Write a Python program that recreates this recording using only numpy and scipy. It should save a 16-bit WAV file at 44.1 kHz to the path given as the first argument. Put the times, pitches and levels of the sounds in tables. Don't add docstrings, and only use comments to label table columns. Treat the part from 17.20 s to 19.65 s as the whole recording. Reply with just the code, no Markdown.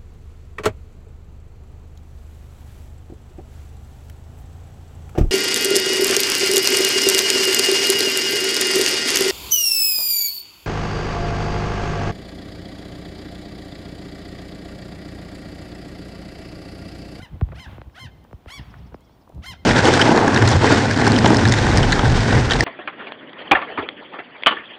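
import sys
import numpy as np
from scipy import signal
from scipy.fft import rfft, irfft
from scipy.io import wavfile
from scipy.ndimage import uniform_filter1d

SR = 44100
rng = np.random.default_rng(int(sys.argv[2]) if len(sys.argv) > 2 else 0)


def waveform_to_disk(signal):
    frames = np.transpose(np.atleast_2d(signal))
    scaled = np.clip(frames, -1, 1) * 32767
    samples = np.round(scaled).astype(np.int16)
    wavfile.write(sys.argv[1], SR, samples)


N = 108045
TIME = np.arange(N) / SR
CUTOFF_HZ = 15800

# f/Hz, relative density/dB
TOWN_SPECTRUM = [(20, -6.5), (60, 1.5), (130, -5.5), (260, -6), (450, -13), (800, -13), (1100, -18.5),
                 (1800, -29.5), (3300, -30), (5000, -36.5), (8000, -42), (14300, -43.5), (15100, -30.5),
                 (16000, -60)]
# voice break t/s, lead-in/s, break to crest/s, fall/s, crest f/Hz, f after break/Hz,
# share of pitch lost in the fall, base level/dB, tilt/(dB/octave)
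GULL_CRIES = [(0.02, 0.075, 0.0068, 0.042, 1036, 997, 0.21, -46, -2.5),
              (.396, 0.064, 0.0065, .066, 1049, 1058, 0.27, -43.5, -2.5),
              (.793, .06, 0.021, 0.064, 1056, 1052, 0.29, -43, -2.5),
              (1.303, .042, .042, .062, 1141, 961, .28, -42.5, -1),
              (2.261, 0.048, .026, 0.057, 1056, 1038, .36, -40, -0.5)]
# f/Hz, gain/dB
THROAT_RESPONSE = [(500, -15.5), (750, 7), (1080, -5), (1450, 9), (2100, 3), (3200, 3.5), (4300, -1.5),
                   (5400, -4.5), (6500, -8.5), (8400, -14.5), (9800, -10), (12000, -21.5), (14000, -15),
                   (15800, -30.5)]
# delay/s, level/dB
HOUSE_ECHOES = [(0.028, -13), (0.11, -25), (.195, -29), (.31, -27.5), (.5, -27), (.585, -27.5)]
# t/s, half width/s, level/dB
WIND_GUSTS = [(.025, 0.017, -35.5), (.145, 0.031, -31), (.29, 0.082, -34), (.37, 0.052, -38.5),
              (.48, 0.019, -34.5), (.535, 0.033, -37.5), (.6, 0.031, -38), (.675, .012, -33),
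              (.855, 0.037, -36), (.96, 0.086, -46), (1.275, .012, -36), (1.405, 0.024, -32.5),
              (1.49, 0.039, -40.5), (1.62, 0.083, -38.5), (1.735, 0.0086, -35.5), (2.183, 0.035, -31),
              (2.31, 0.035, -39), (2.41, 0.1, -46.5)]
# f/Hz, relative density/dB
RUMBLE_SPECTRUM = [(20, -57), (40, -9), (65, 7.5), (100, -0.5), (150, -3), (220, -13), (400, -27.5),
                   (900, -33), (2000, -65.5), (6000, -69.5)]
# t/s, half width/s, level/dB
HISS_SWELLS = [(.18, 0.45, -61.5), (.515, 0.077, -49.5), (1.48, 0.21, -54.5)]
# f/Hz, relative density/dB
HISS_SPECTRUM = [(200, -26), (700, 3), (1500, -3), (3400, -8.5), (5000, -24.5), (8000, -30), (12500, -29),
                 (16000, -28)]
# t/s, half width/s, level/dB, nominal f/Hz
WIND_CRACKLES = [(0.131, 0.0043, -57, 600), (0.323, 0.0051, -42, 1500), (0.329, 0.0066, -36.5, 700),
                 (0.531, 0.0034, -42.5, 570), (0.699, 0.0012, -54.5, 1380), (1.05, 0.0023, -46, 880),
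                 (1.542, 0.0024, -37.5, 1160), (1.726, 0.0068, -48, 870), (1.897, 0.0017, -49, 870),
                 (2.077, 0.0019, -44.5, 776), (2.1, 0.0043, -44, 596), (2.123, 0.0019, -42, 666),
                 (2.179, 0.0032, -46, 566)]
# t/s, snap level/dB, snap f/Hz, thump level/dB
WIND_POPS = [(0.2113, -26, 900, -60), (.214, -22.5, 367, -8), (0.2876, -37.5, 600, -49.5),
             (.581, -31.5, 530, -50), (.616, -30.5, 920, -52), (1.111, -42.5, 600, -41),
             (1.1287, -31.5, 520, -29.5), (1.259, -33, 417, -73), (1.7433, -26, 423, -48)]
# t/s, level/dB
FAINT_TICKS = [(.212, -60.5), (1.042, -60.5), (1.13, -62.5), (1.808, -60.5), (2.003, -72.5), (2.094, -60.5),
               (2.149, -59.5)]
# t/s, level/dB
BIRD_CHIRPS = [(.735, -70), (1.428, -62), (1.51, -62), (1.59, -64), (1.672, -64), (1.749, -63.5),
               (1.853, -66.5), (1.93, -72), (2.02, -66.5)]


def from_db(db):
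    return 10 ** (np.asarray(db) / 20)


def unit_rms(x):
    return x / np.sqrt(np.mean(x ** 2) + 1e-20)


def db_at(spectrum, hz):
    points_hz, db = np.transpose(spectrum)
    return np.interp(np.log(hz + 1e-9), np.log(points_hz), db)


def noise(spectrum):
    gain = from_db(db_at(spectrum, np.fft.rfftfreq(N, 1 / SR)))
    return unit_rms(irfft(rfft(rng.standard_normal(N)) * gain, N))


def filtered(x, hz, kind, order=2):
    return signal.sosfilt(signal.butter(order, hz, kind, fs=SR, output="sos"), x + 1e-18)


def drift(hz):
    return unit_rms(filtered(rng.standard_normal(N), hz, "low"))


def bump(at_s, half_s):
    return np.exp(-((TIME - at_s) / half_s) ** 2)


def swells(rows):
    return np.sqrt(sum((from_db(db) * bump(at_s, half_s)) ** 2 for at_s, half_s, db in rows))


def fade(u):
    return np.sin(np.pi / 2 * np.clip(u, 0, 1)) ** 2


def town_hum(level_db=-53):
    return from_db(level_db) * noise(TOWN_SPECTRUM)


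def gull():
    lead_start_hz, lead_top_hz = 453.2, 803.3
    attack_s, break_s, strain_s, release_s = 0.036, 0.003, 0.033, 0.028
    lead_db, strain_db, fall_db = -5, -2.5, -11.5
    lead_db_per_oct, fall_db_per_oct = -6, -5
    rasp_db, hoarse_rasp_db = -30, -12
    jitter, hoarse_jitter = 0.0037, 0.021
    out, wobble, breath = np.zeros(N), drift(hz=500), noise(THROAT_RESPONSE)
    flutters = [drift(hz=70) for _ in range(26)]
    for at_s, lead_s, climb_s, fall_s, crest_hz, entry_hz, sag, db, db_per_oct in GULL_CRIES:
        span = (TIME > at_s - lead_s) & (TIME < at_s + climb_s + fall_s + release_s / 2)
        t = TIME[span] - at_s
        register = 0.5 + 0.5 * np.tanh(t / break_s)
        lead_left = np.maximum(-t / lead_s, 0)
        climb_left = np.clip(1 - t / climb_s, 0, 1)
        fall = np.maximum((t - climb_s) / fall_s, 0) ** 2.4
        hoarse = np.minimum(1 - register + 2 * fall, 1)

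        lead_hz = lead_top_hz + (lead_start_hz - lead_top_hz) * lead_left
        arch_hz = crest_hz * (1 - sag * fall) - (crest_hz - entry_hz) * climb_left ** 2
        hz = np.maximum(register * arch_hz + (1 - register) * lead_hz, 100)
        hz *= 1 + (jitter + hoarse_jitter * hoarse) * wobble[span]
        phase = 2 * np.pi * np.cumsum(hz) / SR

        rasp = from_db(rasp_db) + from_db(hoarse_rasp_db) * hoarse * (1 - lead_left)
        voice = rasp * breath[span] * (1 + np.cos(phase))
        tilt_db_per_oct = db_per_oct + fall_db_per_oct * fall + lead_db_per_oct * lead_left ** 2
        shimmer_db = 2.25 + 1.5 * hoarse
        for k, flutter in enumerate(flutters, 1):
            colour_db = db_at(THROAT_RESPONSE, k * hz) + tilt_db_per_oct * np.log2(max(k / 2, 1))
            gain = from_db(colour_db + shimmer_db * flutter[span])
            voice += gain * np.sin(k * phase) * (k * hz < CUTOFF_HZ)

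        strain = np.exp(-(t / strain_s) ** 2)
        register_db = (1.5 - register) * (lead_db + strain_db * strain)
        envelope = fade((t + lead_s) / attack_s) * fade((t[-1] - t) / release_s)
        out[span] += voice * envelope * from_db(db + register_db + fall_db * fall)
    return out


def street_echoes(x):
    ground_s, ground_db = 0.018, -10.5
    tail_db, t60_s, build_s, scatter_s = -20, 0.73, 0.06, 0.0027
    dull = filtered(x, hz=5200, kind="low")
    white = rng.standard_normal(N)
    tail = from_db(tail_db) * unit_rms(white * from_db(-60 * TIME / t60_s) * fade(TIME / build_s))
    fronts = sum(from_db(db) * unit_rms(white * bump(delay_s, scatter_s)) for delay_s, db in HOUSE_ECHOES)
    ground = from_db(ground_db) * np.interp(TIME - ground_s, TIME, dull, left=0)
    return ground + signal.fftconvolve(dull, tail + fronts)[:N] / np.sqrt(N)


def wind():
    eddies = noise(RUMBLE_SPECTRUM)
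    eddies /= np.sqrt(uniform_filter1d(eddies ** 2, size=1100) + 0.02)
    return swells(WIND_GUSTS) * eddies + swells(HISS_SWELLS) * noise(HISS_SPECTRUM)


def crackles(white):
    out = np.zeros(N)
    for at_s, half_s, db, hz in WIND_CRACKLES:
        band = unit_rms(filtered(white, [hz / 2.6, hz * 1.35], "band", order=3))
        out += from_db(db) * bump(at_s, half_s) * band
    return out


def pops():
    sweep_cycles, snap_width_oct, snap_low_cut_hz = 1.484, 2, 139
    thump_hz, thump_width_oct = 87.4, 0.81
    out = np.zeros(N)
    for at_s, snap_db, snap_hz, thump_db in WIND_POPS:
        age_s = np.maximum(TIME - at_s, 1e-6)
        hz = sweep_cycles / age_s
        phase = 2 * np.pi * sweep_cycles * np.log(thump_hz / hz)
        snap = from_db(snap_db) * np.exp(-(np.log2(hz / snap_hz) / snap_width_oct) ** 2)
        snap /= (1 + (snap_low_cut_hz / hz) ** 2) ** 2
        thump = from_db(thump_db) * np.exp(-(np.log2(hz / thump_hz) / thump_width_oct) ** 2)
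        out += (snap + thump) * np.sin(phase)
    return filtered(out, hz=4740, kind="low", order=4)


def ticks(white, band_hz=(1569, 9600), half_s=0.0017):
    bright = unit_rms(filtered(white, band_hz, "band", order=1))
    return bright * swells([(at_s, half_s, db) for at_s, db in FAINT_TICKS])


def small_bird():
    centre_hz, fall_hz_per_s, half_s, jitter = 5100, 30000, 0.012, 0.09
    rough_hz = centre_hz * jitter * drift(hz=990)
    out = np.zeros(N)
    for at_s, db in BIRD_CHIRPS:
        hz = centre_hz + rough_hz - fall_hz_per_s * (TIME - at_s)
        out += from_db(db) * bump(at_s, half_s) * np.sin(2 * np.pi * np.cumsum(hz) / SR)
    return out


def scene():
    cries = gull()
    birds = cries + street_echoes(cries) + small_bird()
    buffeting = wind() + pops()
    white = rng.standard_normal(N)
    return (birds + buffeting + crackles(white) + ticks(white) + town_hum())[None]


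def record(dry):
    dry = filtered(dry, hz=36, kind="high")
    return signal.sosfilt(signal.ellip(12, 0.1, 80, CUTOFF_HZ, fs=SR, output="sos"), dry)


dry = scene()
out = record(dry)
waveform_to_disk(out)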